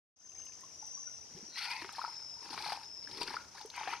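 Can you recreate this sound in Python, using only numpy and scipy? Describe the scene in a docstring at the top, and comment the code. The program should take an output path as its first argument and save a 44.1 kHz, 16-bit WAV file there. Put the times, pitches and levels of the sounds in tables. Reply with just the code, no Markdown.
"""A man lowers a net into a pond and wades on, some metres from the bank.
Each surge entrains air, which rings by bubble resonance as low gulps, bubbling, splash and spray.
Single slaps, plops and drips stand out, and the banks reflect a short, hollow tail.
Insects buzz in swelling, amplitude-modulated calls at 5-6 kHz over faint outdoor air."""
import sys
import numpy as np
from scipy import signal
from scipy.fft import rfft, irfft, next_fast_len
from scipy.io import wavfile
from scipy.ndimage import uniform_filter1d

SR = 44100
rng = np.random.default_rng(int(sys.argv[2]) if len(sys.argv) > 2 else 0)


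def digitize_waveform(pressure):
    """Quantize a signal to 16-bit integers and store it at the path in sys.argv[1].

    Rows of a 2-D input are taken as channels; values are limited to [-1, 1].
    """
    field = np.atleast_2d(pressure).T
    bounded = np.clip(field, -1, 1)
    quanta = np.round(bounded * 32767).astype(np.int16)
    wavfile.write(sys.argv[1], SR, quanta)


N = 176400
WATER_PAN_DB = 3.5


def undb(db):
    """Decibels to amplitude ratio."""
    return 10 ** (np.asarray(db) / 20)


def unit(x):
    """Normalisation to rms 1."""
    return x / np.sqrt(np.mean(x ** 2))


def pan(x, db):
    """Level difference gives direction; db is left minus right."""
    gains = undb(np.array([[db], [-db]]) / 2)
    return x * gains / gains.mean()


def colour(x, points):
    """Minimum-phase filtering through (frequency_hz, gain_db) points."""
    hz, db = np.array(points, float).T
    size = next_fast_len(x.shape[-1] + 2048)
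    size += size % 2
    bins_hz = np.maximum(np.fft.rfftfreq(size, 1 / SR), 1)
    gain = undb(np.interp(np.log(bins_hz), np.log(hz), db))
    cepstrum = irfft(np.log(gain))
    cepstrum[1:size // 2] *= 2  # folding onto positive time makes it causal
    cepstrum[size // 2 + 1:] = 0
    return irfft(rfft(x, size) * np.exp(rfft(cepstrum)))[..., :x.shape[-1]]


def walk(rate_hz):
    """Smoothed random steps: a wander of rms 1."""
    hold = max(int(SR / rate_hz), 2)
    steps = np.repeat(rng.standard_normal(N // hold + 1), hold)
    return unit(uniform_filter1d(uniform_filter1d(steps, hold), hold)[:N])


def narrowband(width_hz):
    """Random complex modulation of rms 1 broadens a tone to about width_hz."""
    return (walk(2 * width_hz) + 1j * walk(2 * width_hz)) / np.sqrt(2)


def add(out, start_s, x):
    """Superposition of x from start_s on."""
    i = int(np.clip(start_s * SR, 0, N - 1))
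    out[i:i + len(x)] += x[:N - i]


# Spectra of the air and the insect chorus: frequency_hz, gain_db
AIR_SPECTRUM = [(25,-32),(70,3),(200,-3.5),(900,-5.5),(1600,-15),(4500,-14.5),(10000,-20),(15000,-34.5)]
CHORUS_SPECTRUM = [(4200,-19),(5200,2.5),(5700,2.5),(6600,-5),(7200,-17),(14000,-48.5)]
def background():
    """Incoherent summation: distant insects merge into a band of noise over faint outdoor air."""
    air = rng.standard_normal((2, N)) + rng.standard_normal(N)
    air = unit(colour(air, AIR_SPECTRUM)) * undb(-65 + 1.3 * walk(9))
    chorus = rng.standard_normal((2, N)) + 0.23 * rng.standard_normal(N)
    chorus = unit(colour(chorus, CHORUS_SPECTRUM)) * undb(-57 + 2.0 * walk(130) + 0.87 * walk(2.66))
    return pan(air, db=-1.5) + pan(chorus, db=4.5)


# Insect calls: peak_s, half_length_s, pitch_hz, relative_level_db, bandwidth_hz
INSECT_CALLS = [(.41,.19,6250,-51,130),(.98,.13,6290,-54,120),(.98,.19,5840,-49,130),(1.5,.15,5820,-55,130),(2.24,.27,5150,-52,150),(2.2,.17,5350,-54,300),(2.97,.19,5180,-53,170),(3.0,.15,5350,-53.5,300),(3.95,.35,6200,-61,250)]
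def insects(pulse_hz=62, pulse_depth=0.26, roughness=0.87, waver_hz=14):
    """Amplitude modulation: each insect's pulses make a rough, swelling buzz throb."""
    t, out = np.arange(N) / SR, 0
    for peak_s, half_s, hz, db, width_hz in INSECT_CALLS:
        pitch = hz + waver_hz * walk(20)
        rasp = np.sqrt(1 - roughness ** 2) + roughness * narrowband(width_hz)
        pulse_rate = pulse_hz * (1 + 0.13 * walk(1.5))
        throb = 1 + pulse_depth * np.cos(2 * np.pi * np.cumsum(pulse_rate) / SR)
        tone = rasp * throb * np.exp(2j * np.pi * np.cumsum(pitch) / SR)
        left_lead_rad = 1.18 + 0.44 * walk(9.84)
        stereo = np.real(tone * np.exp(1j * np.array([[.5], [-.5]]) * left_lead_rad))
        swell = undb(db) / (1 + ((t - peak_s) / half_s) ** 2 / 2) ** 2
        out = out + pan(unit(stereo) * swell, db=6)
    return out


# Response of the banks: frequency_hz, gain_db
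BANK_SPECTRUM = [(600,-5.5),(900,5.5),(1150,-3),(1400,4.5),(3000,-3)]
def banks(x, t60_s=0.26):
    """Diffuse reflection: the pond's banks scatter back a short, hollow tail."""
    t = np.arange(SR // 2) / SR
    tail = rng.standard_normal((2, len(t))) + 2 * rng.standard_normal(len(t))
    tail = unit(tail * undb(-60 * t / t60_s) * (t > .004)) / np.sqrt(len(t))
    return x + undb(-12) * signal.fftconvolve(x, colour(tail, BANK_SPECTRUM), axes=1)[:, :N]


def microphones(x):
    """Unequal frequency responses of two microphones pull the water's high treble to the right."""
    left = colour(x[0], [(6000, 0), (8500, -11), (12000, 3.5)])
    right = colour(x[1], [(6000, -1), (8500, 10), (12000, 1.5)])
    return np.array([left, right])


def bubble(hz, decay_cycles, onset_cycles=0.2, rise=0.024):
    """Bubble resonance: a damped oscillation whose pitch rises as it decays."""
    cycles = np.arange(int(6 * decay_cycles * SR / hz) + 2) * hz / SR
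    phase = 2 * np.pi * cycles * (1 + rise * cycles / (2 * decay_cycles))
    return np.sin(phase) * np.exp(-cycles / decay_cycles) * (1 - np.exp(-cycles / onset_cycles))


def cloud(per_s, lo_hz, hi_hz, decay_cycles):
    """Superposition of bubbles of random size and strength, held near a steady level."""
    out = np.zeros(N)
    draws = np.random.default_rng(rng.integers(2 ** 31)).random((int(per_s * N / SR), 4))
    for when, pitch, strength, length in draws:
        hz = lo_hz + (hi_hz - lo_hz) * pitch
        db = 5 * min(-np.log(1 - strength), 3)  # many weak, few strong
        ring = bubble(hz, decay_cycles * (.5 + length))
        add(out, when * N / SR, ring * np.sqrt(hz / hi_hz) * undb(db))
    local_power = uniform_filter1d(out ** 2, int(.04 * SR))
    return out / np.sqrt(local_power + .02 * np.mean(out ** 2))


# Longer-ringing drips and deep gulps: start_s, level_db, pitch_hz
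DRIPS = [(0.634,-46,1042),(.825,-44,840),(0.972,-48,1090),(1.073,-50,1400),(1.349,-44.5,172),(1.427,-46,210),(1.821,-41.5,316),(1.845,-41.5,380),(3.649,-38.5,422)]
def drips(decay_s=0.0094, onset_s=0.0011, trickle_peak_s=0.44, trickle_width_s=0.094):
    """Air entrainment: water running off the net makes ringing drips and a thin patter."""
    t, out = np.arange(N) / SR, np.zeros(N)
    for start_s, db, hz in DRIPS:
        add(out, start_s, undb(db) * bubble(hz, decay_s * hz, onset_s * hz))
    patter = unit(cloud(per_s=160, lo_hz=554, hi_hz=3383, decay_cycles=6.9))
    trickle_db = -73 + 9 * np.exp(-((t - trickle_peak_s) / trickle_width_s) ** 2)
    return out + pan(undb(trickle_db) * patter, WATER_PAN_DB)


# Flat slaps, bright spatters and droplets smacking the surface: start_s, peak_db
SLAPS = [(1.819,-34),(1.846,-33.5),(1.891,-33.5),(2.577,-31),(2.721,-30.5),(3.833,-32),(3.875,-27)]
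SPATTERS = [(2.623,-30.5),(3.113,-35),(3.172,-34.5),(3.231,-30.5),(3.613,-37.5),(3.701,-36)]
DROPLETS = [(.454,-50),(.608,-51),(.866,-49),(1.701,-46.5),(1.926,-41.5),(3.231,-47),(3.66,-43.5),(3.763,-43.5)]
# Their spectra: frequency_hz, gain_db
SLAP_SPECTRUM = [(350,-15.5),(900,2.5),(2400,-1.5),(14000,-62)]
SPATTER_SPECTRUM = [(2500,-20),(4400,-0.5),(7000,-24),(14000,-38)]
DROPLET_SPECTRUM = [(4000,-17),(9500,-1.5),(15000,-21)]
def impacts():
    """Impact transients: water strikes water in noise bursts that die in milliseconds."""
    t, out = np.arange(SR // 20) / SR, np.zeros(N)
    for hits, spectrum, decay_s in [(SLAPS, SLAP_SPECTRUM, 0.0044),
                                    (SPATTERS, SPATTER_SPECTRUM, 0.0034),
                                    (DROPLETS, DROPLET_SPECTRUM, 0.0021)]:
        for start_s, db in hits:
            burst = colour(rng.standard_normal(len(t)) * np.exp(-t / decay_s), spectrum)
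            add(out, start_s, undb(db) * burst / np.abs(burst).max())
    return pan(out, WATER_PAN_DB)


# Large air pockets closing: start_s, peak_db, pitch_hz
PLOPS = [(1.983,-33.5,880),(1.991,-31,1000),(2.016,-31,1303),(2.041,-31.5,892),(2.048,-29.5,1284),(2.079,-36.5,904),(2.662,-32.5,821),(2.687,-32.5,860),(2.721,-29,776),(2.773,-37.5,863),(3.074,-40,1650),(3.216,-35,890),(3.341,-33,967),(3.368,-27,1345),(3.779,-33,930),(3.812,-34,856),(3.874,-30.5,742),(3.935,-30,1300)]
def plops():
    """Free oscillation: each air pocket closes and rings for a few cycles."""
    out = np.zeros(N)
    for start_s, db, hz in PLOPS:
        ring = bubble(hz, decay_cycles=4, onset_cycles=0.75)
        add(out, start_s, undb(db) * ring / np.abs(ring).max())
    return pan(out, WATER_PAN_DB)


# Air pockets in the net: pitch_hz, bandwidth_hz, level_db, peak_s
NET_POCKETS = [(890,150,-47.5,1.733),(1455,150,-52,1.654),(2115,220,-50.5,1.737),(2446,130,-48.5,1.727),(4400,400,-46.5,1.623)]
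def sinking_net(swell_s=0.059, drift=0.028):
    """Narrowband resonance: air trapped in the net's folds gurgles out at a few drifting pitches."""
    t, out = np.arange(N) / SR, 0
    for hz, width_hz, db, peak_s in NET_POCKETS:
        pitch = hz * (1 + drift * walk(10))
        ring = np.real(narrowband(width_hz) * np.exp(2j * np.pi * np.cumsum(pitch) / SR))
        swell = np.exp(-((t - peak_s) / swell_s) ** 2 / 2)
        out = out + unit(ring) * undb(db) * swell
    return pan(out, WATER_PAN_DB)


def churn(bubbles, spectrum, gain, merge_db=-42):
    """Incoherent summation: bubbles, distinct when gentle, merge into a noisy gush when strong."""
    gush_share = gain ** 2 / (gain ** 2 + undb(merge_db) ** 2)
    gush = unit(colour(rng.standard_normal(N), spectrum))
    distinct = unit(colour(bubbles, spectrum))
    return gain * (np.sqrt(1 - gush_share) * distinct + np.sqrt(gush_share) * gush)


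# Spectra of four bubble sizes, largest first: frequency_hz, gain_db
GULP_SPECTRUM = [(80,-9),(150,-5),(420,0.5),(560,-7),(2000,-51)]
BUBBLE_SPECTRUM = [(620,-23.5),(780,0),(930,2.5),(1150,-7),(1700,-8),(2800,-23)]
SPLASH_SPECTRUM = [(700,-34),(1400,-6.5),(1800,-4.5),(2300,1),(2800,-5),(3400,-9),(7000,-47)]
SPRAY_SPECTRUM = [(1200,-31),(2800,-16),(4600,3.5),(5400,-1),(7200,-27.5),(9000,-15.5),(11500,-21.5),(14500,-47)]
# Surges of water, rise and fall timed over 20 dB:
# peak_s, rise_s, fall_s, gulp_db, bubble_db, splash_db, spray_db
SURGES = [(1.38,0.17,0.24,-62,-68,-69,-63.5),(1.585,0.0468,0.353,-83,-53,-43,-43),(1.988,0.19,0.28,-71,-51.5,-57,-52),(2.518,0.17,0.33,-59.5,-52.5,-60,-52),(2.698,0.2474,0.14,-65,-45,-49.5,-44.5),(3.231,0.22,0.13,-52.5,-55.5,-55,-49),(3.318,0.17,0.15,-60,-47,-52.5,-50.5),(3.59,0.11,0.1,-69,-54,-63,-57),(3.772,0.06,.3,-73,-48,-47.5,-56),(3.912,0.12,.11,-59.5,-42.5,-43,-49.5)]
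def surges(flutter_db=2.5):
    """Bubble resonance: net and legs churn air into the water; smaller bubbles ring higher."""
    t, power = np.arange(N) / SR, 0
    for peak_s, rise_s, fall_s, *levels_db in SURGES:
        below_peak_db = 20 * np.maximum((peak_s - t) / rise_s, (t - peak_s) / fall_s) ** 1.31
        power = power + undb(np.array(levels_db)[:, None] - below_peak_db) ** 2
    gulp_gain, bubble_gain, splash_gain, spray_gain = np.sqrt(power) * undb(flutter_db * walk(110))
    large = cloud(per_s=400, lo_hz=83.3, hi_hz=663, decay_cycles=2.3)
    gulps = churn(large, GULP_SPECTRUM, gulp_gain)
    medium = cloud(per_s=700, lo_hz=762, hi_hz=1740, decay_cycles=2.94)
    bubbles = bubble_gain * unit(colour(medium, BUBBLE_SPECTRUM))
    small = cloud(per_s=1200, lo_hz=1708, hi_hz=3980, decay_cycles=7.9)
    splash = churn(small, SPLASH_SPECTRUM, splash_gain)
    spray = 0
    for channel_gains in ([[1], [1]], [[0.45], [-0.45]]):  # an antiphase part widens the spray
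        tiny = cloud(per_s=3400, lo_hz=2975, hi_hz=14000, decay_cycles=7.7)
        spray = spray + churn(tiny, SPRAY_SPECTRUM, spray_gain) * np.array(channel_gains)
    return pan(gulps, db=2.5) + pan(bubbles + splash, WATER_PAN_DB) + pan(spray, db=6)


def scene():
    """Superposition of the water and its reflections, the insects and the air."""
    water = impacts() + surges() + sinking_net() + plops() + drips()
    return microphones(banks(water)) + undb(2.5) * insects() + background()


def record(dry):
    """Band limiting: a steep low-pass cuts the top; the sound fades in after a brief silence."""
    silence_s, fade_s, cutoff_hz = 0.16, 0.26, 15400
    fade = np.clip((np.arange(N) / SR - silence_s) / fade_s, 0, 1) ** .5
    return signal.sosfilt(signal.ellip(8, .2, 70, cutoff_hz, fs=SR, output="sos"), dry * fade)


dry = scene()
out = record(dry)
digitize_waveform(out)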